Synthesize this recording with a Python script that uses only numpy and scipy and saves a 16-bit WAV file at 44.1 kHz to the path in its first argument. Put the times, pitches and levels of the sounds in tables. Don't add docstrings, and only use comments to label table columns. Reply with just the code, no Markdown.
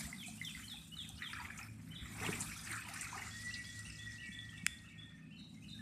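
import sys
import numpy as np
from scipy import signal
from scipy.fft import rfft, irfft, next_fast_len
from scipy.io import wavfile
from scipy.ndimage import uniform_filter1d

SR = 44100
rng = np.random.default_rng(int(sys.argv[2]) if len(sys.argv) > 2 else 0)


def digitize_waveform(pressure):
    field = np.atleast_2d(pressure).T
    bounded = np.clip(field, -1, 1)
    quanta = np.round(bounded * 32767).astype(np.int16)
    wavfile.write(sys.argv[1], SR, quanta)


N = 256220


def gain_of(db):
    return 10 ** (np.asarray(db) / 20)


def unit_rms(x):
    return x / np.sqrt(np.mean(x ** 2) + 1e-20)


def fader(table, column):
    rows = np.array(table)
    return gain_of(np.interp(np.arange(N) / SR, rows[:, 0], rows[:, column]))


def add(mix, start_s, sound):
    part = mix[round(start_s * SR):][:len(sound)]
    part += sound[:len(part)]


def coloured(x, eq):
    size = next_fast_len(len(x), True)
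    hz, db = np.transpose(eq)
    curve_db = np.interp(np.log(np.fft.rfftfreq(size, 1 / SR) + 1), np.log(hz + 1), db)
    return irfft(rfft(x, size) * gain_of(curve_db), size)[:len(x)]


def wander(hz, count=N):
    lowpass = signal.butter(2, min(hz, 600), fs=SR / 32)
    steps = signal.lfilter(*lowpass, rng.standard_normal(count // 32 + 1000))[900:]
    return np.interp(np.arange(count) / 32, np.arange(len(steps)), unit_rms(steps))


def patchy_noise(patch_db, flicker_db):
    frames = N // 128 + 8
    real, imag, patches = rng.standard_normal((3, 129, frames))
    patches = uniform_filter1d(patches, size=5, axis=0)
    patches = unit_rms(uniform_filter1d(patches, size=15, axis=1))
    flicker = unit_rms(uniform_filter1d(rng.standard_normal(frames), size=4))
    spectra = (real + 1j * imag) * gain_of(patch_db * patches + flicker_db * flicker)
    return signal.istft(spectra, nperseg=256, noverlap=128, window="cosine")[1][:N]


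def echoes(x, t60):
    t, taps = np.arange(SR // 2) / SR, np.zeros((2, SR // 2))
    slots = np.arange(100, SR // 2 - 20, 20)
    arrivals = slots + rng.integers(0, 20, (2, len(slots)))
    np.put_along_axis(taps, arrivals, rng.choice([-1., 1.], arrivals.shape), axis=1)
    taps *= gain_of(-60 * t / t60) * (1 - np.exp(-t / 0.0033))
    first, second = (signal.fftconvolve(x, row / np.linalg.norm(row))[:N] for row in taps)
    blend = 1.41 * wander(20.0)
    return first * np.cos(blend) + second * np.sin(blend)


def bubble(hz, t60, glide):
    t = np.arange(round(t60 * SR) + 2) / SR
    phase = 2 * np.pi * hz * (t + glide * t ** 2 / t60)
    attack = 1 - np.exp(-t * hz / 7.5)
    return np.sin(phase) * gain_of(-60 * t / t60) * attack


def swarm(lo_hz, hi_hz, per_s, cycles, spread_db, pitches):
    out, chance = np.zeros(N), rng.random(N) * SR / per_s
    strength = gain_of(spread_db * np.minimum(rng.exponential(1, N), 4))
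    rings = [bubble(hz, cycles / hz, glide=.05) * np.sqrt(hz)
             for hz in np.geomspace(lo_hz, hi_hz, pitches)]
    for at in np.flatnonzero(chance < 1):
        add(out, at / SR, strength[at] * rings[int(chance[at] * pitches)])
    return unit_rms(out)


def water():
    # time in seconds, then the levels of spray, gurgle and glugs in dB.
    flow = [(0.0, -46.5, -55.5, -73), (0.11, -60, -60, -67), (0.3, -60, -75, -74.5),
            (0.63, -60, -59.5, -77), (0.9, -65.5, -75, -80), (1.18, -64.5, -65.5, -71.5),
            (1.27, -64.5, -55, -95), (1.45, -64, -51.5, -63.5), (1.55, -67, -57.5, -67),
            (1.61, -63.5, -55.5, -69), (1.75, -73.5, -69.5, -78.5), (2.04, -67.5, -61, -75.5),
            (2.26, -52, -49, -48.5), (2.36, -52, -53.5, -57), (2.5, -54.5, -55.5, -69.5),
            (2.63, -55, -56.5, -72), (2.73, -51, -49, -65), (2.85, -59.5, -55, -74), (2.98, -53, -53, -67),
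            (3.11, -55, -55.5, -65), (3.2, -53, -54, -57.5), (3.45, -53, -61.5, -85), (3.8, -55, -65, -94),
            (4.15, -61.5, -66, -84), (4.68, -65.5, -70.5, -78), (5.28, -79, -70, -83),
            (5.44, -75, -80, -79.5), (5.81, -67, -73, -80)]
    # time in seconds, gain above 10.5 kHz in dB.
    sparkle = [(0, 10.5), (1.9, 13.5), (2.9, 7.5), (3.5, -12.5), (5.81, 6.5)]
    # frequency in Hz, gain in dB.
    spray_eq = [(3290, -40.5), (5600, -2), (6290, -5), (8270, -1), (11500, -16), (14500, -18.5)]
    trickle_eq = [(2600, -24), (3800, -15), (4900, -15), (6000, -24), (8000, -33)]
    gurgle_eq = [(800, -40), (1080, -12), (1250, 0), (1900, 1), (2550, 0), (2800, -11), (3600, -15),
                 (4300, -24), (6000, -50)]
    glug_eq = [(200, -29), (400, -9), (520, -36.5), (750, -7), (1050, -10), (1250, -8.5), (1800, -35)]
    spray_gain, gurgle_gain, glug_gain = (fader(flow, column) for column in (1, 2, 3))
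    trickle_gain = gain_of(-5.5) * spray_gain * (gurgle_gain / spray_gain) ** 0.061
    churn = np.clip(gurgle_gain / gain_of(-44.5), 0, 1)

    spray = unit_rms(patchy_noise(patch_db=3.3, flicker_db=1.9))
    spray += .22 * swarm(6520, 12100, per_s=600, cycles=24, spread_db=2.2, pitches=12)
    finest = signal.filtfilt(*signal.butter(2, 10500, "high", fs=SR), spray)
    spray += (fader(sparkle, 1) - 1) * finest
    trickle = unit_rms(patchy_noise(patch_db=2.5, flicker_db=2.7))
    trickle += .12 * swarm(4500, 6200, per_s=60, cycles=60, spread_db=2.4, pitches=8)
    gurgle = unit_rms(patchy_noise(patch_db=4.3, flicker_db=2.3))
    gurgle += .62 * churn * swarm(900, 2700, per_s=200, cycles=85, spread_db=2.3, pitches=16)
    glugs = unit_rms(patchy_noise(patch_db=2.7, flicker_db=1.8))
    glugs += .4 * churn * swarm(450, 1150, per_s=120, cycles=30, spread_db=2.5, pitches=12)
    layers = [(spray_gain, spray, spray_eq), (gurgle_gain, gurgle, gurgle_eq),
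              (glug_gain, glugs, glug_eq), (trickle_gain, trickle, trickle_eq)]
    return sum(gain * unit_rms(coloured(layer, eq)) for gain, layer, eq in layers)


def engine_and_roads():
    # frequency in Hz, gain in dB.
    rumble_eq = [(15, -54), (25, -17), (45, -13.5), (62, 6), (81, 0.5), (167, -0.5), (225, 1), (290, -8.5),
                 (442, -31), (600, -26), (780, -37), (1320, -120)]
    # frequency in Hz, level in dB relative to the rumble.
    orders = [(80, -5), (107.3, 2.5), (160.8, -3.5), (187.5, -16.5), (214, -16.5)]
    # time in seconds, then the engine's level in dB below 140 Hz, up to 250 Hz and above.
    band_levels = [(0, -79, -51, -69.5), (.9, -68.5, -61, -69.5), (1.3, -58.5, -64.5, -65),
                   (2.1, -56.5, -58, -63), (2.3, -50.5, -56.5, -51.5), (2.55, -59, -63.5, -66),
                   (4.8, -59, -63.5, -69), (5.3, -80, -59.5, -66), (5.81, -62, -54, -68)]
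    t = np.arange(N) / SR
    idle, roads = (unit_rms(coloured(noise, rumble_eq)) for noise in rng.standard_normal((2, N)))
    murmur = signal.filtfilt(*signal.butter(2, 85, fs=SR), roads)
    for hz, db in orders:
        gain = gain_of(db + 3.64 * wander(2.9))
        idle += gain * np.sin(2 * np.pi * (hz * t + 0.12 * wander(1.85)))
    low = signal.filtfilt(*signal.butter(3, 140, fs=SR), idle)
    high = signal.filtfilt(*signal.butter(3, 250, "high", fs=SR), idle)
    bands = low, idle - low - high, high
    engine = sum(fader(band_levels, column) * unit_rms(band) for column, band in enumerate(bands, 1))
    return engine + gain_of(-68.5) * unit_rms(murmur)


def air():
    # frequency in Hz, gain in dB.
    air_eq = [(180, -35), (300, -6), (1030, -31), (1850, -29), (2070, -28), (2640, 2), (14500, -47)]
    return gain_of(-81) * unit_rms(coloured(patchy_noise(patch_db=0.98, flicker_db=0.18), air_eq))


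def bumps():
    # start in seconds, peak level in dB, pitch in Hz.
    hits = [(0.04, -46.5, 68.4), (0.559, -53, 65), (1.132, -48.5, 75.5), (1.43, -47, 91),
            (2.018, -42.5, 74), (2.2863, -33.5, 172), (2.2905, -35.5, 330), (2.411, -41, 164),
            (2.469, -50, 58.6), (3.029, -57, 61.6), (3.878, -52, 65.5), (4.29, -43.5, 197),
            (4.48, -49, 108), (4.634, -40.5, 180)]
    out, t = np.zeros(N), np.arange(SR // 8) / SR
    for start, db, hz in hits:
        age = t * hz / 0.85
        add(out, start, gain_of(db) * np.sin(2 * np.pi * hz * t) * age * np.exp(1 - age))
    return out


def plops():
    # start in seconds, level in dB, pitch in Hz.
    closings = [(0.0518, -32, 1940), (0.074, -39, 684), (0.1282, -24, 2040), (0.2803, -37, 4030),
                (0.281, -37, 707), (0.414, -20.5, 2034), (0.549, -27, 2010), (0.739, -41.5, 805),
                (0.9997, -44.5, 1920), (1.098, -44, 773), (1.2206, -26.5, 1893), (1.29, -41, 935),
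                (1.306, -41, 946), (1.3308, -25, 1794), (1.3701, -28, 1644), (1.398, -28.5, 956),
                (1.501, -27, 1660), (1.592, -30, 1344), (1.932, -40, 1950), (2.0572, -32.5, 1960),
                (2.212, -29, 418), (2.777, -33, 2400), (2.82, -32, 2500), (2.85, -33, 2490),
                (2.885, -34, 2590), (1.47, -39, 2200), (1.6, -36, 1800), (2.264, -44, 2360),
                (2.288, -21.5, 398), (2.5167, -30, 2220), (2.701, -35, 315), (2.715, -29, 1600),
                (2.716, -34, 1970), (2.675, -36, 1280), (2.7685, -27, 1820), (2.794, -30, 1520),
                (2.869, -33.5, 920), (2.89, -38, 690), (2.908, -36, 787), (2.912, -40, 1300),
                (2.9596, -29.5, 1760), (3.043, -29.5, 2180), (3.05, -33, 1950), (3.128, -24.5, 984),
                (3.146, -26, 1202), (3.165, -40, 397), (3.22, -24, 1990), (4.389, -29, 3460),
                (4.4919, -34.5, 3200), (4.5792, -34.5, 3410), (4.8883, -45, 3680), (0.229, -33.5, 2160),
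                (2.235, -38.5, 425), (2.25, -33, 646), (2.408, -33.5, 930), (4.587, -44, 3700),
                (0.236, -38, 6460), (0.451, -35, 5480), (0.545, -43, 4550), (0.6999, -38, 5200),
                (1.09, -39, 6100), (1.1694, -42, 5250), (1.229, -27, 1950), (1.3, -31, 2350),
                (1.332, -41, 4750), (1.335, -28.5, 1294), (1.342, -42, 5450), (1.352, -27, 2350),
                (1.362, -30, 1350), (1.386, -28, 1870), (1.4023, -35, 4650), (1.411, -35.5, 890),
                (1.485, -33, 2340), (1.505, -31, 2310), (1.6, -39, 794), (1.613, -30.5, 2480),
                (1.6296, -33.5, 5250), (1.685, -36.5, 2370), (2.1372, -50, 5770), (2.499, -33, 2660),
                (2.533, -32, 2420), (2.562, -34.5, 1310), (2.5921, -32.5, 4960), (2.672, -30.5, 1760),
                (2.679, -36, 4370), (2.73, -29, 1320), (2.789, -33, 2470), (2.848, -40, 975),
                (2.886, -31.5, 2030), (2.9373, -33, 5000), (2.9608, -35, 5070), (2.996, -34, 2790),
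                (3.017, -31, 1950), (3.068, -29, 1360), (3.082, -44, 1400), (3.155, -31, 776),
                (3.177, -27, 1810), (3.27, -29, 1980), (3.54, -34, 4900), (3.543, -42, 3850),
                (3.6532, -34, 4900), (3.7026, -47, 5600), (3.9016, -33, 5100), (3.957, -35.5, 5060),
                (4.1192, -35.5, 5180)]
    # frequency in Hz, gain in dB.
    hollow_eq = [(300, 7), (900, 2.5), (2500, 3), (5000, 3)]
    out = np.zeros(N)
    for start, db, hz in closings:
        t60 = 0.029 * (1000 / hz) ** 0.64
        add(out, start, gain_of(db) * bubble(hz, t60, glide=0.027))
    return out + gain_of(-8) * coloured(echoes(out, t60=.22), hollow_eq)


def tone(curve, waver):
    times, hz, db = np.transpose(curve)
    t = np.arange(times[0], times[-1], 1 / SR)
    pitch = np.interp(t, times, hz) * (1 + waver * wander(58.5, count=len(t)))
    fade = np.minimum(1, np.minimum(t - times[0], times[-1] - t) / .005)
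    envelope = np.sqrt(2) * gain_of(np.interp(t, times, db)) * fade
    return times[0], envelope * np.sin(2 * np.pi * np.cumsum(pitch) / SR)


def song(motif, phrases, waver):
    out, progress = np.zeros(N), np.linspace(0, 1, num=12)
    for start, ratio, *levels in phrases:
        for (delay, length, start_hz, end_hz, bend, crest), db in zip(motif, levels):
            times = start + delay + length * progress
            hz = ratio * (end_hz + (start_hz - end_hz) * (1 - progress) ** bend)
            swell_db = -1.5 * ((progress - crest) / max(crest, 1 - crest)) ** 2
            add(out, *tone(np.transpose([times, hz, db + swell_db]), waver))
    return out


def birds():
    # delay and length in seconds, start and end pitch in Hz,
    # bend (over 1 glides early, under 1 late), loudest point as a share of the note.
    tumble = [(-.05, 0.035, 2800, 3080, 1.1, .6), (0, .015, 4250, 3760, 1.5, .8),
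              (.014, 0.05, 3760, 3030, .85, 0.7)]
    cluck = [(0, .034, 2780, 2360, 1.05, 0.55)]
    snatch = [(-.04, .03, 3020, 3130, 1.2, 0.64), (0, 0.033, 4200, 3330, 1.9, 0.6)]
    lilt = [(-.008, 0.036, 2560, 2940, 1.2, 0.75), (.03, .03, 2700, 2590, 1.5, .5),
            (.046, 0.06, 2320, 2220, 3, 0.5), (.132, 0.04, 3280, 3480, 1.3, .55)]
    peep = [(0.0013, 0.04, 2320, 2145, 1.3, 0.26)]
    rasp = [(-.06, 0.0318, 2535, 3130, 1.12, 0.92), (0, 0.0444, 4123, 3420, 0.437, 0.23)]
    # time in seconds, pitch ratio, then each note's pre-mix level in dB.
    tumble_cues = [(0.177, 0.96, -75, -60, -53.5), (0.425, 0.98, -62, -55.5, -49.5),
                   (0.679, 1.047, -54, -55, -51), (0.966, 1.0, -54.5, -51.5, -48.5),
                   (1.221, 0.99, -59.5, -53, -50)]
    cluck_cues = [(0.236, 0.96, -54.5), (0.489, 1.02, -56.5), (0.748, 1, -61.5), (1.026, 1.01, -61),
                  (1.285, 1.07, -61)]
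    snatch_cues = [(1.946, 0.99, -53, -51), (2.232, 0.93, -70, -53), (2.549, .99, -70, -58)]
    lilt_cues = [(2.84, 1.05, -58, -64, -80, -78), (3.175, 1, -55, -69, -70, -59),
                 (3.51, 1, -56, -60, -57, -56), (3.852, 1.015, -55.5, -54.5, -68, -54),
                 (4.185, 1.01, -55.5, -55, -54, -51), (4.525, 1.015, -63, -57, -58, -54),
                 (4.845, 1.004, -60.5, -61.5, -66, -55.5)]
    peep_cues = [(5.22, 1.13, -69.5), (5.54, 0.95, -68), (5.738, 0.73, -68), (5.788, 0.76, -54)]
    rasp_cues = [(5.366, 1.01, -55, -56), (5.679, .99, -57.5, -52.5)]
    # frequency in Hz, gain in dB.
    trees_eq = [(2000, -5), (2650, 0), (3200, -5), (3700, 2), (4400, -3)]
    near = song(tumble, tumble_cues, waver=.008) + song(cluck, cluck_cues, waver=.008)
    far_birds = (lilt, lilt_cues), (snatch, snatch_cues), (peep, peep_cues)
    far = sum(song(motif, cues, waver=.01) for motif, cues in far_birds)
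    hoarse = song(rasp, rasp_cues, waver=.035)
    direct = (1.1 * near + .7 * far + .4 * hoarse) * gain_of(3 * wander(70))
    scattered = coloured(echoes(near + 1.15 * far + hoarse, t60=.52), trees_eq)
    return direct + np.roll(scattered, round(.008 * SR))


def splats():
    # start in seconds, level in dB, centre in Hz, seconds to fall by 60 dB.
    drops = [(1.2204, -41, 2070, 0.087), (1.3315, -31.5, 1870, 0.015), (1.502, -45, 1800, 0.041),
             (2.223, -43, 1940, 0.084), (2.264, -34, 2600, 0.035), (2.3267, -40, 2310, 0.16),
             (2.665, -50.5, 2400, 0.19), (2.719, -49, 1580, 0.04), (0.261, -51, 8400, 0.31),
             (0.448, -47, 6400, 0.032), (1.0901, -36.5, 9400, 0.011), (1.181, -52, 4300, 0.047),
             (1.3313, -52, 4900, 0.07), (1.575, -50, 7260, 0.14), (2.406, -39, 8300, 0.15),
             (2.763, -44.5, 8360, 0.023), (2.419, -49.5, 4500, 0.14), (1.588, -44.5, 2470, 0.036),
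             (3.01, -39.5, 8170, 0.1), (3.5395, -42, 4320, 0.096), (3.792, -41.5, 8350, 0.014),
             (4.7854, -54, 4270, 0.031), (0.4494, -50, 12800, 0.03), (1.5998, -61, 12700, 0.08),
             (2.4055, -53, 12400, 0.02), (2.4058, -34, 7960, 0.016), (2.7136, -38, 9700, 0.019),
             (2.8843, -53, 9600, 0.049), (2.9377, -45, 9400, 0.04), (3.0108, -49, 12600, 0.02),
             (3.01, -34, 8300, 0.012), (2.2298, -50, 10500, 0.03), (5.392, -66, 7940, 0.055),
             (5.701, -57.5, 7650, 0.03)]
    out, t = np.zeros(N), np.arange(2000) / SR
    attack = 1 - np.exp(-t / .0006)
    for start, db, hz, t60 in drops:
        bandpass = signal.butter(2, [hz / 1.19, min(hz * 1.12, 16000)], "band", fs=SR)
        puff = unit_rms(signal.lfilter(*bandpass, rng.standard_normal(len(t))))
        add(out, start, gain_of(db - 60 * t / t60) * puff * attack)
    return out


def whistle():
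    # time in seconds, pitch in Hz, level in dB before the flutter.
    upper = [(3.28, 1850, -60), (3.35, 1876, -54.5), (3.41, 1915, -56), (3.45, 1955, -50),
             (3.56, 1950, -51), (3.66, 1936, -56), (3.71, 1930, -61), (3.78, 1925, -51.5),
             (3.84, 1935, -58.5), (3.88, 1957, -68), (4.02, 1928, -59), (4.07, 1908, -48.5),
             (4.18, 1915, -51.5), (4.21, 1920, -54), (4.25, 1925, -54), (4.5, 1918, -54.5),
             (4.56, 1900, -58.5), (4.8, 1882, -65.5), (5.1, 1838, -66.5), (5.4, 1765, -85)]
    lower = [(3.55, 1846, -66), (3.95, 1842, -72), (4.1, 1800, -64.5), (4.4, 1788, -64), (4.6, 1806, -66),
             (4.7, 1860, -78)]
    out = np.zeros(N)
    add(out, *tone(upper, waver=.004))
    add(out, *tone(lower, waver=.0051))
    flutter = gain_of(3 * wander(25) - 1.5)
    return out * flutter + gain_of(-6) * echoes(out, t60=.4)


def vinyl_snap():
    # frequency in Hz, relative level in dB, swell length in seconds.
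    modes = [(2130, 1.5, 0.0008), (5100, -15, 0.0026), (7580, -6.5, 0.00069), (8870, 1, 0.00038)]
    # start in seconds, gain in dB.
    cues = [(4.6654, -15.5)]
    out, t, pop = np.zeros(N), np.arange(600) / SR, np.zeros(600)
    for hz, db, length in modes:
        age = t / length
        swell = 3 * age * np.exp(1 - 3 * age - (age / 2) ** 2)
        pop += gain_of(db) * swell * np.sin(2 * np.pi * hz * t)
    pop = signal.lfilter(*signal.butter(6, 1350, "high", fs=SR), pop)
    for start, db in cues:
        add(out, start, gain_of(db) * pop)
    return out


def scene():
    drops, snap = splats(), vinyl_snap()
    near = plops() + snap + gain_of(-19) * echoes(drops + snap, t60=0.54)
    wide = water() + drops + air()
    mid = wide + near + birds() + whistle() + engine_and_roads() + bumps()
    # frequency in Hz, gain of the side signal in dB.
    side_eq = [(2500, -86), (4300, -50), (5700, -12.5), (8000, -1), (14500, -3.5)]
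    side = coloured(wide * np.sin(3 * wander(250)), side_eq)
    return np.array([mid + side, mid - side])


def record(dry):
    lowpass = signal.firwin(511, cutoff=14300, window=("kaiser", 9), fs=SR)
    return signal.oaconvolve(dry, lowpass[None], "same")


dry = scene()
out = record(dry)
digitize_waveform(out)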